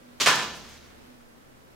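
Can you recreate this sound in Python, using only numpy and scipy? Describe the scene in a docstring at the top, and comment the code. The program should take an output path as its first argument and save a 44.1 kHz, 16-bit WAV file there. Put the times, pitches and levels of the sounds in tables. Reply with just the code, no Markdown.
"""A sharp lash: a skipping rope whips a hard floor in a bare, bright room. Just after, shoes clap down
and the skipping stops. Each impact is a short burst that excites the cord or the sole and floor, and
the room answers with reflections and a reverberant tail. Low resonances boom while the slack rope
ticks and slides to rest. A faint, grainy wash of reverberation lingers at the start and the end,
over the hum of the ventilation."""
import sys
import numpy as np
from scipy import signal
from scipy.fft import rfft, irfft
from scipy.io import wavfile

SR = 44100
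rng = np.random.default_rng(int(sys.argv[2]) if len(sys.argv) > 2 else 0)


def generate_wav(sig):
    """Save sig (samples, or channels by samples) to the path in sys.argv[1] as 16-bit PCM at SR."""
    pcm = np.round(np.clip(np.atleast_2d(sig).T, -1, 1) * 32767).astype(np.int16)
    wavfile.write(sys.argv[1], SR, pcm)


N = 77175


# Lashes of the rope and its light, bright ticks: t/s, level/dB, contact decay time/s
ROPE_LASHES = [(.2001, -9, 0.0039), (0.2034, -5.5, .005), (.2098, -2, 0.0017), (.2614, -2, 0.00038),
               (0.2723, -3.5, 0.0022), (.288, -10.5, 0.0064), (.422, -17, 0.0079)]
ROPE_TICKS = [(.357, -11.5, .0006), (.425, -39, .003), (.549, -27, .012), (.563, -26.5, .012),
              (.688, -29, .014)]
# Their spectra: f/Hz, level/dB
LASH_SPECTRUM = [(40, -49), (80, -30.5), (125, -7.5), (220, -5.5), (330, -9), (550, -11), (820, -10),
                 (1150, -3), (1700, -5), (2400, -3), (3200, 0.5), (4200, -3.5), (5200, -3), (7000, -6.5),
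                 (9400, -17), (16000, -24)]
TICK_SPECTRUM = [(100, 4), (2000, -10), (6000, 5.5), (11000, -3), (14000, -6), (16000, -12)]

def rope():
    """Impact excitation: the cord slaps down along its length, rebounds and ticks."""
    lashes = amp(11.5) * impacts(ROPE_LASHES, impulse_response(LASH_SPECTRUM), direct_db=-8)
    ticks = impacts(ROPE_TICKS, impulse_response(TICK_SPECTRUM), direct_db=3)
    return lashes + ticks


# Soles meeting the floor: t/s, level/dB, contact decay time/s
SOLE_CLAPS = [(.2598, -7.5, .0008), (.2613, -2.5, 0.00098), (.265, -3.5, 0.0018), (.2722, 1, .003),
              (0.2836, -4, .0009), (.3123, -9.5, .0004), (.389, -14.5, 0.012), (.53, -27.5, 0.0072),
              (.903, -40, 0.0037), (1.2, -44, 0.0098)]
# Spectrum of a clap: f/Hz, level/dB
SOLE_SPECTRUM = [(40, -50), (75, -36.5), (120, -19.5), (300, -16), (450, -11.5), (600, -9), (850, -8.5),
                 (1000, -2.5), (1300, -0.5), (1780, -5), (2150, -3.5), (2600, -6), (3200, -7),
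                 (5600, -13.5), (9000, -17.5), (16000, -43.5)]
# Modes of sole and floor: f/Hz, level/dB, T60/s
SOLE_MODES = [(710, -102, 0.03), (1035, -31, 0.062), (1187, -42.5, 0.1816), (1470, -59, 0.047),
              (1762, -27.5, 0.039), (2495, -46.5, 0.1), (2870, -38.5, 0.022)]

def shoes():
    """Damped modal vibration: flat soles clap on the floor with a short hollow ring."""
    t = np.arange(SR // 4) / SR
    ring = sum(amp(db - 60 * t / t60) * np.sin(2 * np.pi * hz * t) for hz, db, t60 in SOLE_MODES)
    body = highpass(ring, hz=543, order=2)
    add(body, 0, impulse_response(SOLE_SPECTRUM))
    return amp(11.5) * impacts(SOLE_CLAPS, body, direct_db=-4)


def impacts(rows, body, direct_db):
    """Convolution: each blow lands on its own spot, so its own echoes filter the body's response."""
    out = np.zeros((2, N))
    for start, db, decay_s in rows:
        for channel, sound in zip(out, room(decay_s, direct_db)):
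            add(channel, start, amp(db) * sound)
    return signal.fftconvolve(out, body[None], axes=1)[:, :N]


def contact(decay_s):
    """Broadband excitation: an exponentially dying scatter of clicks, energy 1."""
    t = np.arange(SR // 20) / SR
    burst = rng.choice([-1, 1], len(t)) * np.exp(-t / decay_s)
    return burst / np.linalg.norm(burst)


# Reverberation time: f/Hz, T60/s
REVERB_TIMES = [(100, 1.6), (250, 1.1), (500, 0.84), (1000, 0.62), (2000, 0.55), (4000, 0.67), (6300, 0.64),
                (9000, 0.4), (15000, 0.58)]
# First wall reflections: delay/s, level/dB
REFLECTIONS = [(.0036, -20), (.0049, -10.5), (.0073, -12), (0.012, -15), (0.015, -32)]

def room(decay_s, direct_db):
    """Reverberation of one contact, mid and side: direct sound, reflections and a diffuse tail."""
    t = np.arange(N) / SR
    build_s, early_t60, echoes_per_s = .006, 0.16, 4000
    hz = np.fft.rfftfreq(512, 1 / SR)[:, None]
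    frame_s = np.arange(N // 256 + 3) * 256 / SR
    phases = np.exp(2j * np.pi * rng.random((2, len(hz), len(frame_s))))
    absorption = amp(-60 * frame_s / at_frequency(REVERB_TIMES, hz))
    tail = signal.istft(phases * absorption, nperseg=512)[1][:, :N]
    tail[1] *= amp(1)  # wider: the late echoes come from all sides
    echoes = rng.choice([-1, 1], (2, N)) * (rng.random(N) < echoes_per_s / SR)
    early = echoes * amp(-60 * t / early_t60)
    build = 1 - np.exp(-t / build_s)
    out = (amp(-3) * unit(tail * build) + amp(-6) * unit(early * build)) / np.sqrt(N)
    add(out[0], 0, amp(direct_db) * contact(decay_s))
    for delay, db in REFLECTIONS:
        for channel in out:
            add(channel, delay, amp(db) * contact(decay_s))
    return out


# Low resonances: t/s, f/Hz, bandwidth/Hz, level/dB, rise time/s, T60/s
FLOOR_RESONANCES = [(0.36, 71, 4.8, -47.5, 0.17, 1.84), (0.3, 146, 37, -44, 0.14, 0.81),
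                    (.262, 222, 8.5, -43, 0.019, 1.0)]

def floor_boom():
    """Resonance: low modes of floor and room swell after the landing and linger."""
    out = np.zeros((2, N))
    for start, hz, width_hz, db, rise_s, t60 in FLOOR_RESONANCES:
        t = np.maximum(np.arange(N) / SR - start, 0)
        out += narrowband_noise(hz, width_hz) * (1 - np.exp(-t / rise_s)) * amp(db - 60 * t / t60)
    return out


# Slides of the slack rope: t/s, duration/s, level/dB
ROPE_SLIDES = [(.50, 0.18, -50), (.62, 0.18, -49.5), (0.724, 0.21, -55.5)]
# Their spectrum: f/Hz, level/dB
SLIDE_SPECTRUM = [(100, -26), (600, -2), (2000, 1), (4000, -1), (6300, -2), (8500, -13), (15000, -18.5)]

def sliding_rope():
    """Sliding friction: the slack cord hisses over the floor."""
    return grainy_noise(ROPE_SLIDES, SLIDE_SPECTRUM, grain_db=2)


# Washes of lingering reverberation: t/s, duration/s, level/dB
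REVERB_WASHES = [(-.2, 0.88, -58), (.78, 0.45, -55)]
# Their spectrum: f/Hz, level/dB
WASH_SPECTRUM = [(60, -43), (200, 5.5), (400, 0), (1000, -6.5), (2500, -8.5), (4000, -11.5), (8000, -20.5),
                 (16000, -25)]

def lingering_reverberation():
    """Diffuse sound field: a faint, grainy wash hangs in the room at the start and the end."""
    return grainy_noise(REVERB_WASHES, WASH_SPECTRUM, grain_db=3.5)


def grainy_noise(swells, spectrum, grain_db):
    """Amplitude modulation: noise grains of random strength swell and fade in half-sine arches."""
    t = np.arange(N) / SR
    envelope = sum(amp(db) * np.sin(np.pi * np.clip((t - start) / duration, 0, 1))
                   for start, duration, db in swells)
    noise = rng.standard_normal((2, N))
    grains = unit(noise * amp(grain_db * np.minimum(rng.exponential(1, N), 5)))
    return signal.fftconvolve(envelope * grains, impulse_response(spectrum)[None], axes=1)[:, :N]


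# Spectrum of the air noise: f/Hz, level/dB
AIR_SPECTRUM = [(12, 3), (28, -10.5), (48, -15), (101, -14.5), (146, -10.5), (177, -17), (241, -10.5),
                (410, -17), (499, -14), (700, -19), (1760, -23.5), (2200, -27), (4060, -32), (16000, -40.5)]
# Low tone, a lingering room ring at first, then wavering hum: t/s, level/dB
LOW_TONE_ENVELOPE = [(0, -1), (.08, 6), (.2, 1), (.5, -2.5), (.85, -3), (1.051, 8.5), (1.25, 3.5),
                     (1.45, 1), (1.75, -3)]

def ventilation():
    """Broadband flow noise plus a randomly modulated low tone: room ring at first, then fan hum."""
    tone_hz, drift_hz, waver_db = 241, 4, 2.5
    air_gain = amp(at_frequency(AIR_SPECTRUM, np.fft.rfftfreq(N, 1 / SR)))
    air = irfft(rfft(rng.standard_normal((2, N))) * air_gain, N)
    drift, waver = narrowband_noise(0, width_hz=8)
    phase = 2 * np.pi * np.cumsum(tone_hz + drift_hz * drift) / SR
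    tone = unit(amp(waver_db * waver) * np.sin(phase))
    tone *= amp(np.interp(np.arange(N) / SR, *np.transpose(LOW_TONE_ENVELOPE)))
    return amp(-51) * unit(air) + amp(-61.5) * np.array([tone, np.zeros(N)])  # tone in the mid only


def narrowband_noise(hz, width_hz):
    """Random excitation of one resonance: two independent wavering tones."""
    f = np.fft.rfftfreq(N, 1 / SR)
    phases = np.exp(2j * np.pi * rng.random((2, len(f))))
    return unit(irfft(phases / (1 + (2 * (f - hz) / width_hz) ** 2), N))


def impulse_response(spectrum, size=4096):
    """Minimum-phase response of energy 1 with the given spectrum."""
    log_gain = np.log(amp(at_frequency(spectrum, abs(np.fft.fftfreq(size, 1 / SR)))))
    response = np.fft.ifft(np.exp(np.conj(signal.hilbert(log_gain)))).real[:size // 2]
    return response / np.linalg.norm(response)


def highpass(x, hz, order):
    """Attenuation below a cutoff frequency."""
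    return signal.sosfilt(signal.butter(order, hz, "highpass", fs=SR, output="sos"), x)


def amp(db):
    """Level to amplitude ratio."""
    return 10 ** (np.asarray(db) / 20)


def unit(x):
    """Normalisation to rms 1."""
    return x / np.sqrt(np.mean(x ** 2) + 1e-20)


def at_frequency(points, hz):
    """Interpolation on a log-frequency axis."""
    f, value = np.transpose(points)
    return np.interp(np.log(hz + 1), np.log(f + 1), value)


def add(mix, start_s, sound):
    """Superposition of a delayed sound."""
    part = mix[round(start_s * SR):][:len(sound)]
    part += sound[:len(part)]


# Left minus right: f/Hz, level difference/dB
LEVEL_DIFFERENCE = [(100, 1), (300, -1.2), (650, -2), (1400, -2), (3000, -1), (10000, 0.4)]

def stereo(mid_side, correlation):
    """Sum and difference: mid and side, weighted by correlation, become left and right."""
    hz = np.fft.rfftfreq(N, 1 / SR)
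    likeness = np.clip(at_frequency(correlation, hz), -1, 1)
    lean_db = at_frequency(LEVEL_DIFFERENCE, hz) / 2
    mid, side = rfft(mid_side) * np.sqrt([(1 + likeness) / 2, (1 - likeness) / 2])
    return irfft(np.array([mid + side, mid - side]) * amp([lean_db, -lean_db]), N)


# Likeness of left and right: f/Hz, correlation
NEAR_CORRELATION = [(40, 0.56), (150, 0.76), (300, 0.92), (500, .86), (1100, 0.87), (2500, 0.56),
                    (5000, .42), (9000, .25), (15000, .15)]
BACKGROUND_CORRELATION = [(40, 0.2), (110, 0.057), (240, 0.12), (400, -0.067), (700, -0.37), (1300, -0.35),
                          (2500, -0.13), (6000, -0.12), (15000, .1)]

def scene():
    """Superposition: rope, shoes and floor against wide reverberation and ventilation."""
    near = rope() + shoes() + floor_boom() + sliding_rope()
    background = lingering_reverberation() + ventilation()
    return stereo(near, NEAR_CORRELATION) + stereo(background, BACKGROUND_CORRELATION)


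def record(dry):
    """Soft saturation rounds the peaks; band limiting cuts the deepest rumble and the top treble."""
    ceiling, top_hz = 0.8, 15900
    rounded = ceiling * np.tanh(dry / ceiling)
    lowpass = signal.firwin(511, top_hz, window=("kaiser", 9), fs=SR)
    return signal.oaconvolve(highpass(rounded, hz=18, order=4), lowpass[None], "same")


dry = scene()
out = record(dry)
generate_wav(out)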